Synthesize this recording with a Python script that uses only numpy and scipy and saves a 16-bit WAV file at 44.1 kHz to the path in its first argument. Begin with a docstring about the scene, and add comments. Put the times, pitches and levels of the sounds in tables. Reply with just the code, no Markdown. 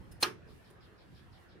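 """A square steel tube clanks once as a gloved hand sets it between the rails of a frame on a workbench.
Friction gives a graze, and a thin hiss swells straight into the clank: rapid impacts excite the tube's
normal modes and rattle the frame, the high modes being damped as the tube seats. The bench thuds and
the workshop reverberates. The glove rubs faintly on the steel, over a low outdoor rumble and a distant
bird repeating one falling chirp."""
import sys
import numpy as np
from scipy import signal
from scipy.fft import rfft, irfft
from scipy.io import wavfile
from scipy.ndimage import uniform_filter1d

SR = 44100
rng = np.random.default_rng(int(sys.argv[2]) if len(sys.argv) > 2 else 0)


def waveform_to_disk(signal):
    """Save audio, clipped to [-1, 1], as 16-bit WAV at the path in sys.argv[1]."""
    frames = np.transpose(np.atleast_2d(signal))
    scaled = np.clip(frames, -1, 1) * 32767
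    samples = np.round(scaled).astype(np.int16)
    wavfile.write(sys.argv[1], SR, samples)


N = 70560

# outdoor background (frequency [Hz], relative spectral level [dB])
AIR_SPECTRUM = [(15, -39.5), (25, -17), (70, 0), (145, -2.5), (250, -11), (330, -9), (600, -17.5),
                (950, -18.7), (1750, -19.8), (2550, -27.5), (4100, -33), (6500, -43.5), (10000, -47),
                (16000, -57)]
# likeness of the background at the two ears (frequency [Hz], correlation [1])
AIR_CORRELATION = [(40, .35), (150, 0.346), (500, 0.15), (2000, .1), (12000, .1)]
# boost of the background's bass (time [s], level [dB])
RUMBLE_ENVELOPE = [(0, 6.5), (0.14, 2.5), (0.5, 2.5), (0.88, -3), (1.05, -0.5), (1.35, -1.5), (1.6, -1.5)]
# glove rubbing on steel (time [s], level [dB])
RUB_ENVELOPE = [(0, -77), (0.2, -82), (0.42, -96), (0.5, -73), (0.57, -73), (0.649, -77.5), (0.71, -76),
                (0.79, -89), (0.85, -78), (0.96, -85), (1.18, -77), (1.3, -82.5), (1.43, -75),
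                (1.55, -95.5)]
# friction of cloth on steel (frequency [Hz], relative spectral level [dB])
RUB_SPECTRUM = [(1000, -11.5), (4000, 2), (7000, -3), (10500, 1.5), (13000, -3), (16000, -10)]
# tube grazing the rails
# (time [s], duration [s], level [dB], ring frequency [Hz], ring re scuff [dB], ring T60 [s])
GRAZE_EVENTS = [(0.108, .03, -59.5, 5130, -6, .2), (0.695, .028, -68.5, 9150, -4, .04)]
# thin hiss of the grazes and of the swell (frequency [Hz], relative spectral level [dB])
HISS_SPECTRUM = [(200, -9), (1400, -1), (4000, -2), (7500, -4), (9000, 3.5), (10300, 4.5), (12000, -4.5),
                 (14500, -3), (16000, -14.5)]
# workshop reverberation (frequency [Hz], relative level [dB], T60 [s])
ROOM_BANDS = [(80, -0.5, .5), (350, -2, .35), (705, -4, 0.22), (1700, 2.5, .22), (2800, -1.5, .19),
              (4210, -10, .18), (6000, -7.5, 0.21), (10000, -3.5, .18), (16000, -7.5, .16)]
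# tube striking the frame, and one later nudge (time [s], relative force [dB], low-pass cutoff [Hz])
IMPACTS = [(0.2264, -3, 7000), (0.2281, -3, 7000), (0.23, -3, 9000), (0.2312, -1.8, 8000),
           (0.2336, -7.5, 9000), (0.2368, -7.5, 5000), (0.2397, -7.5, 1300), (0.2425, -4.5, 1100),
           (1.194, -32, 1000)]
# normal modes of the gripped tube (frequency [Hz], relative level [dB], T60 [s])
TUBE_MODES = [(723, -36, .2), (841, -25, .1), (892, -27, .2), (1075, -27, .18), (1195, -18, .19),
              (1245, -18, .15), (1415, -24, .08), (1490, -21, .19), (1648, -28, .21), (1770, -25, .18),
              (1841, -25, .14), (2085, -20, .08), (2346, -24, .18), (2538, -20, .07), (2856, -14, .05),
              (3246, -31, .13), (3646, -21, .09), (3990, -20, .08), (4187, -4, 0.043), (4800, -19, .05),
              (5167, -16.5, .04), (5750, -15, .045), (6410, -17, 0.04), (8090, -15, .04), (8800, -3, .045),
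              (10300, -15, .04), (12690, -11, .03), (14210, -16, .03)]
# tube's modes arriving out of step at the two ears (frequency [Hz], phase difference [cycles])
TUBE_PHASE_SPLIT = [(700, .12), (1800, .08), (4000, .03), (6400, .04), (8700, .34), (14000, .3)]
# dense rattle of the frame (frequency [Hz], relative spectral level [dB])
RATTLE_SPECTRUM = [(60, -28), (200, -7.5), (400, -4), (750, -4), (1200, -1), (1900, -7), (2600, -4.5),
                   (5500, -1), (7300, -17), (10000, -11), (14000, -14.5), (16000, -22)]
# blows and nudges on the bench (time [s], relative level [dB])
BENCH_BLOWS = [(0.2293, -41.5), (0.2691, -47), (0.490, -63), (0.710, -65), (1.555, -62)]
# normal modes of the bench top (frequency [Hz], relative level [dB], T60 [s])
BENCH_MODES = [(88, -7, .35), (127, -11, .3), (173, -12, .4), (196, -15, .4), (236, -7, .36),
               (300, -11.5, .4), (327, -10, .42), (351, 4, .12), (370, -6, .39), (409.6, -5, .42),
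               (436, 1.5, .24)]
# bird chirps (time [s], relative level [dB])
BIRD_CHIRPS = [(0.470, -73), (0.638, -73.5), (0.801, -71.5), (0.973, -72.5), (1.141, -70.5), (1.316, -72),
               (1.483, -73)]

BENCH_PAN_DB = -1.6  # left re right, for the clank and the thuds


def amp(db):
    """Amplitude ratio of a level in decibels."""
    return 10 ** (np.asarray(db) / 20)


def unit(x):
    """Normalisation to an rms of 1."""
    return x / np.sqrt(np.mean(x ** 2) + 1e-20)


def decay(t, t60):
    """Exponential damping: 1 until t = 0, then down 60 dB every t60 seconds."""
    return np.exp(-np.log(1000) * np.maximum(t, 0) / t60)


def read(table, hz, column=1):
    """Interpolation of a table column along log frequency."""
    rows = np.array(table, float)
    return np.interp(np.log(hz + 1), np.log(rows[:, 0] + 1), rows[:, column])


def add(mix, start, sound):
    """Superposition of a sound on the mix from a start time in seconds."""
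    part = mix[..., max(round(start * SR), 0):][..., :sound.shape[-1]]
    part += sound[..., :part.shape[-1]]


def pan(db):
    """Left and right gains for an interaural level difference."""
    return amp([[db / 2], [-db / 2]])


def colour(x, spectrum, size=4096):
    """Minimum-phase filtering to a spectral shape, with unit power gain for white noise."""
    log_gain = np.log(amp(read(spectrum, abs(np.fft.fftfreq(size, 1 / SR)))))
    taps = np.fft.ifft(np.exp(np.conj(signal.hilbert(log_gain)))).real[:size // 2]
    return signal.fftconvolve(x, taps[None] / np.linalg.norm(taps), axes=1)[:, :x.shape[1]]


def coloured_noise(spectrum, samples):
    """Spectral shaping of white stereo noise, scaled to an rms of 1."""
    return unit(colour(rng.standard_normal((2, samples)), spectrum))


def air(level_db=-56, pan_db=-1.3, rumble_hz=300, patch_db=2.5):
    """Partially coherent noise: a lumpy distant rumble eases off under a soft hiss."""
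    frames, hz = N // 512 + 5, np.fft.rfftfreq(2048, 1 / SR)
    a, b, c, d, patches = rng.standard_normal((frames, len(hz), 5)).T
    left, independent = a + 1j * b, c + 1j * d
    correlation = read(AIR_CORRELATION, hz)[:, None]
    right = correlation * left + np.sqrt(1 - correlation ** 2) * independent
    # the level wanders in patches of frequency and time
    patches = unit(uniform_filter1d(uniform_filter1d(patches, size=12, axis=0), size=6, axis=1))
    boost_db = np.interp(np.arange(frames) * 512 / SR, *np.transpose(RUMBLE_ENVELOPE))
    bass_db = boost_db / (1 + (hz[:, None] / rumble_hz) ** 2)
    gain = amp(read(AIR_SPECTRUM, hz)[:, None] + patch_db * patches + bass_db)
    noise = signal.istft(np.array([left, right]) * gain, nperseg=2048, noverlap=1536)[1][:, :N]
    return amp(level_db) * unit(noise) * pan(pan_db)


def glove():
    """Sliding friction: knitted cloth hisses softly as it shifts on the steel."""
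    level_db = np.interp(np.arange(N) / SR, *np.transpose(RUB_ENVELOPE))
    return amp(level_db) * coloured_noise(RUB_SPECTRUM, N)


def grazes(beat_hz=33, twin_db=-7):
    """Frictional excitation: the tube scuffs the rails, waking two close modes that beat."""
    out, t = np.zeros((2, N)), np.arange(SR // 5) / SR
    for start, length, db, ring_hz, ring_db, ring_t60 in GRAZE_EVENTS:
        taper = signal.windows.tukey(int(length * SR), .9)
        add(out, start, amp(db) * taper * coloured_noise(HISS_SPECTRUM, len(t))[:, :len(taper)])
        since_peak = t - length / 2
        envelope = np.minimum(2 * t / length, 1) * decay(since_peak, ring_t60)
        mode = np.sin(2 * np.pi * ring_hz * since_peak)
        twin = amp(twin_db) * np.sin(2 * np.pi * (ring_hz + beat_hz) * since_peak)
        add(out, start, amp(db + ring_db) * envelope * (mode + twin))
    return out


def workshop(x, delay_s=.0058, build_s=.0057):
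    """Diffuse reverberation: a random tail for each ear and source position; bass lasts longest."""
    hz, t, bands = signal.stft(rng.choice([-1., 1.], (2, SR // 2)), SR, nperseg=256)
    t60 = read(ROOM_BANDS, hz, column=2)[:, None]
    bands = bands * amp(read(ROOM_BANDS, hz))[:, None] * decay(t, t60)
    bands *= np.sqrt(2 * np.log(1000) / (SR * t60))  # makes band energy independent of T60
    tail = signal.istft(bands, SR, nperseg=256)[1]
    tail *= np.clip((np.arange(tail.shape[1]) / SR - delay_s) / build_s, 0, 1)
    return signal.fftconvolve(x, tail, axes=1)[:, :x.shape[1]]


def swell(length_s=.025, peak_db=-41.5):
    """Amplitude envelope on noise: a thin hiss swells straight into the clank."""
    remaining_s = np.arange(int(length_s * SR))[::-1] / SR
    rise = (1 - remaining_s / length_s) ** .9
    hiss = coloured_noise(HISS_SPECTRUM, N)[:, -len(rise):]
    out = np.zeros((2, N))
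    add(out, IMPACTS[0][0] - length_s, amp(peak_db) * rise * hiss)
    return out


def tube(start, t, gain_db=-21, seat_s=.2365, seat_t60=.026, choked_above_hz=4080):
    """Free vibration of the tube after one impact; seating adds damping to the high modes."""
    choke = decay(t + start - max(seat_s, start), seat_t60)
    out = np.zeros((2, len(t)))
    for k, (hz, db, t60) in enumerate(TUBE_MODES):
        envelope = amp(db) * decay(t, t60) * (choke if hz > choked_above_hz else 1)
        polarity = (-1) ** k  # neighbouring modes swing opposite ways
        lead = polarity * read(TUBE_PHASE_SPLIT, hz) * np.array([[.5], [-.5]])
        out += polarity * envelope * np.sin(2 * np.pi * (hz * t + lead))
    return amp(gain_db) * out


def frame_rattle(samples, gain_db=-2.6, t60=.048, width=.5, size=2048):
    """Heavily damped, dense vibration: the frame answers an impact with a pitchless burst."""
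    fade = decay(np.arange(size) / SR, t60)
    spectrum = rfft(rng.standard_normal((2, size)) * fade)
    whitened = irfft(spectrum / (abs(spectrum) + 1e-12))  # no pitch sticks out
    mid, side = unit(whitened * np.sqrt(fade)) / np.sqrt(size)
    burst = np.zeros((2, samples))
    add(burst, 0, np.array([mid + width * side, mid - width * side]))
    return amp(gain_db) * colour(burst, RATTLE_SPECTRUM)


def clank(tube_send_db=-17):
    """Impact excitation: each contact drives tube, frame and room; softer contact passes less treble."""
    out, t = np.zeros((2, N)), np.arange(SR // 3) / SR
    for start, force_db, cutoff_hz in IMPACTS:
        ringing, rattle = tube(start, t), frame_rattle(len(t))
        blow = ringing + rattle + workshop(rattle + amp(tube_send_db) * ringing)
        pole = np.exp(-2 * np.pi * cutoff_hz / SR)
        add(out, start, amp(force_db) * signal.lfilter([1 - pole], [1, -pole], blow))
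    return out * pan(BENCH_PAN_DB)


def bench(radiated_band_hz=(95, 560)):
    """Modal response: the top thuds at the blow, as the frame settles, and faintly as the hands shift."""
    thuds = np.zeros(N)
    for start, blow_db in BENCH_BLOWS:
        t = np.maximum(np.arange(N) / SR - start, 0)
        for hz, db, t60 in BENCH_MODES:
            thuds += amp(blow_db + db) * decay(t, t60) * np.sin(2 * np.pi * hz * t)
    radiation = signal.butter(2, radiated_band_hz, "band", fs=SR, output="sos")
    return signal.sosfilt(radiation, thuds) * pan(BENCH_PAN_DB)


def bird(top_hz=6000, end_hz=2698, length_s=.028, echo_hold_s=.038, echo_t60=.19):
    """Multipath propagation: each falling whistle is smeared by its own cluster of echoes."""
    out, t = np.zeros((2, N)), np.arange(SR // 2) / SR
    hz = top_hz * (end_hz / top_hz) ** np.linspace(0, 1, int(length_s * SR))
    chirp = unit(signal.windows.tukey(len(hz), .4) * np.sin(2 * np.pi * np.cumsum(hz) / SR))
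    for start, db in BIRD_CHIRPS:
        echoes = rng.standard_normal((2, len(t))) * decay(t - echo_hold_s, echo_t60)
        echoes *= 2 / np.linalg.norm(echoes[0])
        add(out, start, amp(db) * signal.fftconvolve(chirp[None], echoes, axes=1))
    return out


def scene(bench_send_db=-3):
    """Linear superposition of the steel, the bench, their room and the outdoors behind."""
    thuds, scuffs = bench(), grazes()
    room = workshop(scuffs + amp(bench_send_db) * thuds)
    return clank() + swell() + thuds + scuffs + room + glove() + bird() + air()


def record(dry):
    """Band limiting: a linear-phase low-pass at 16 kHz."""
    taps = signal.firwin(511, 16000, window=("kaiser", 9), fs=SR)
    return signal.oaconvolve(dry, taps[None], "same")


dry = scene()
out = record(dry)
waveform_to_disk(out)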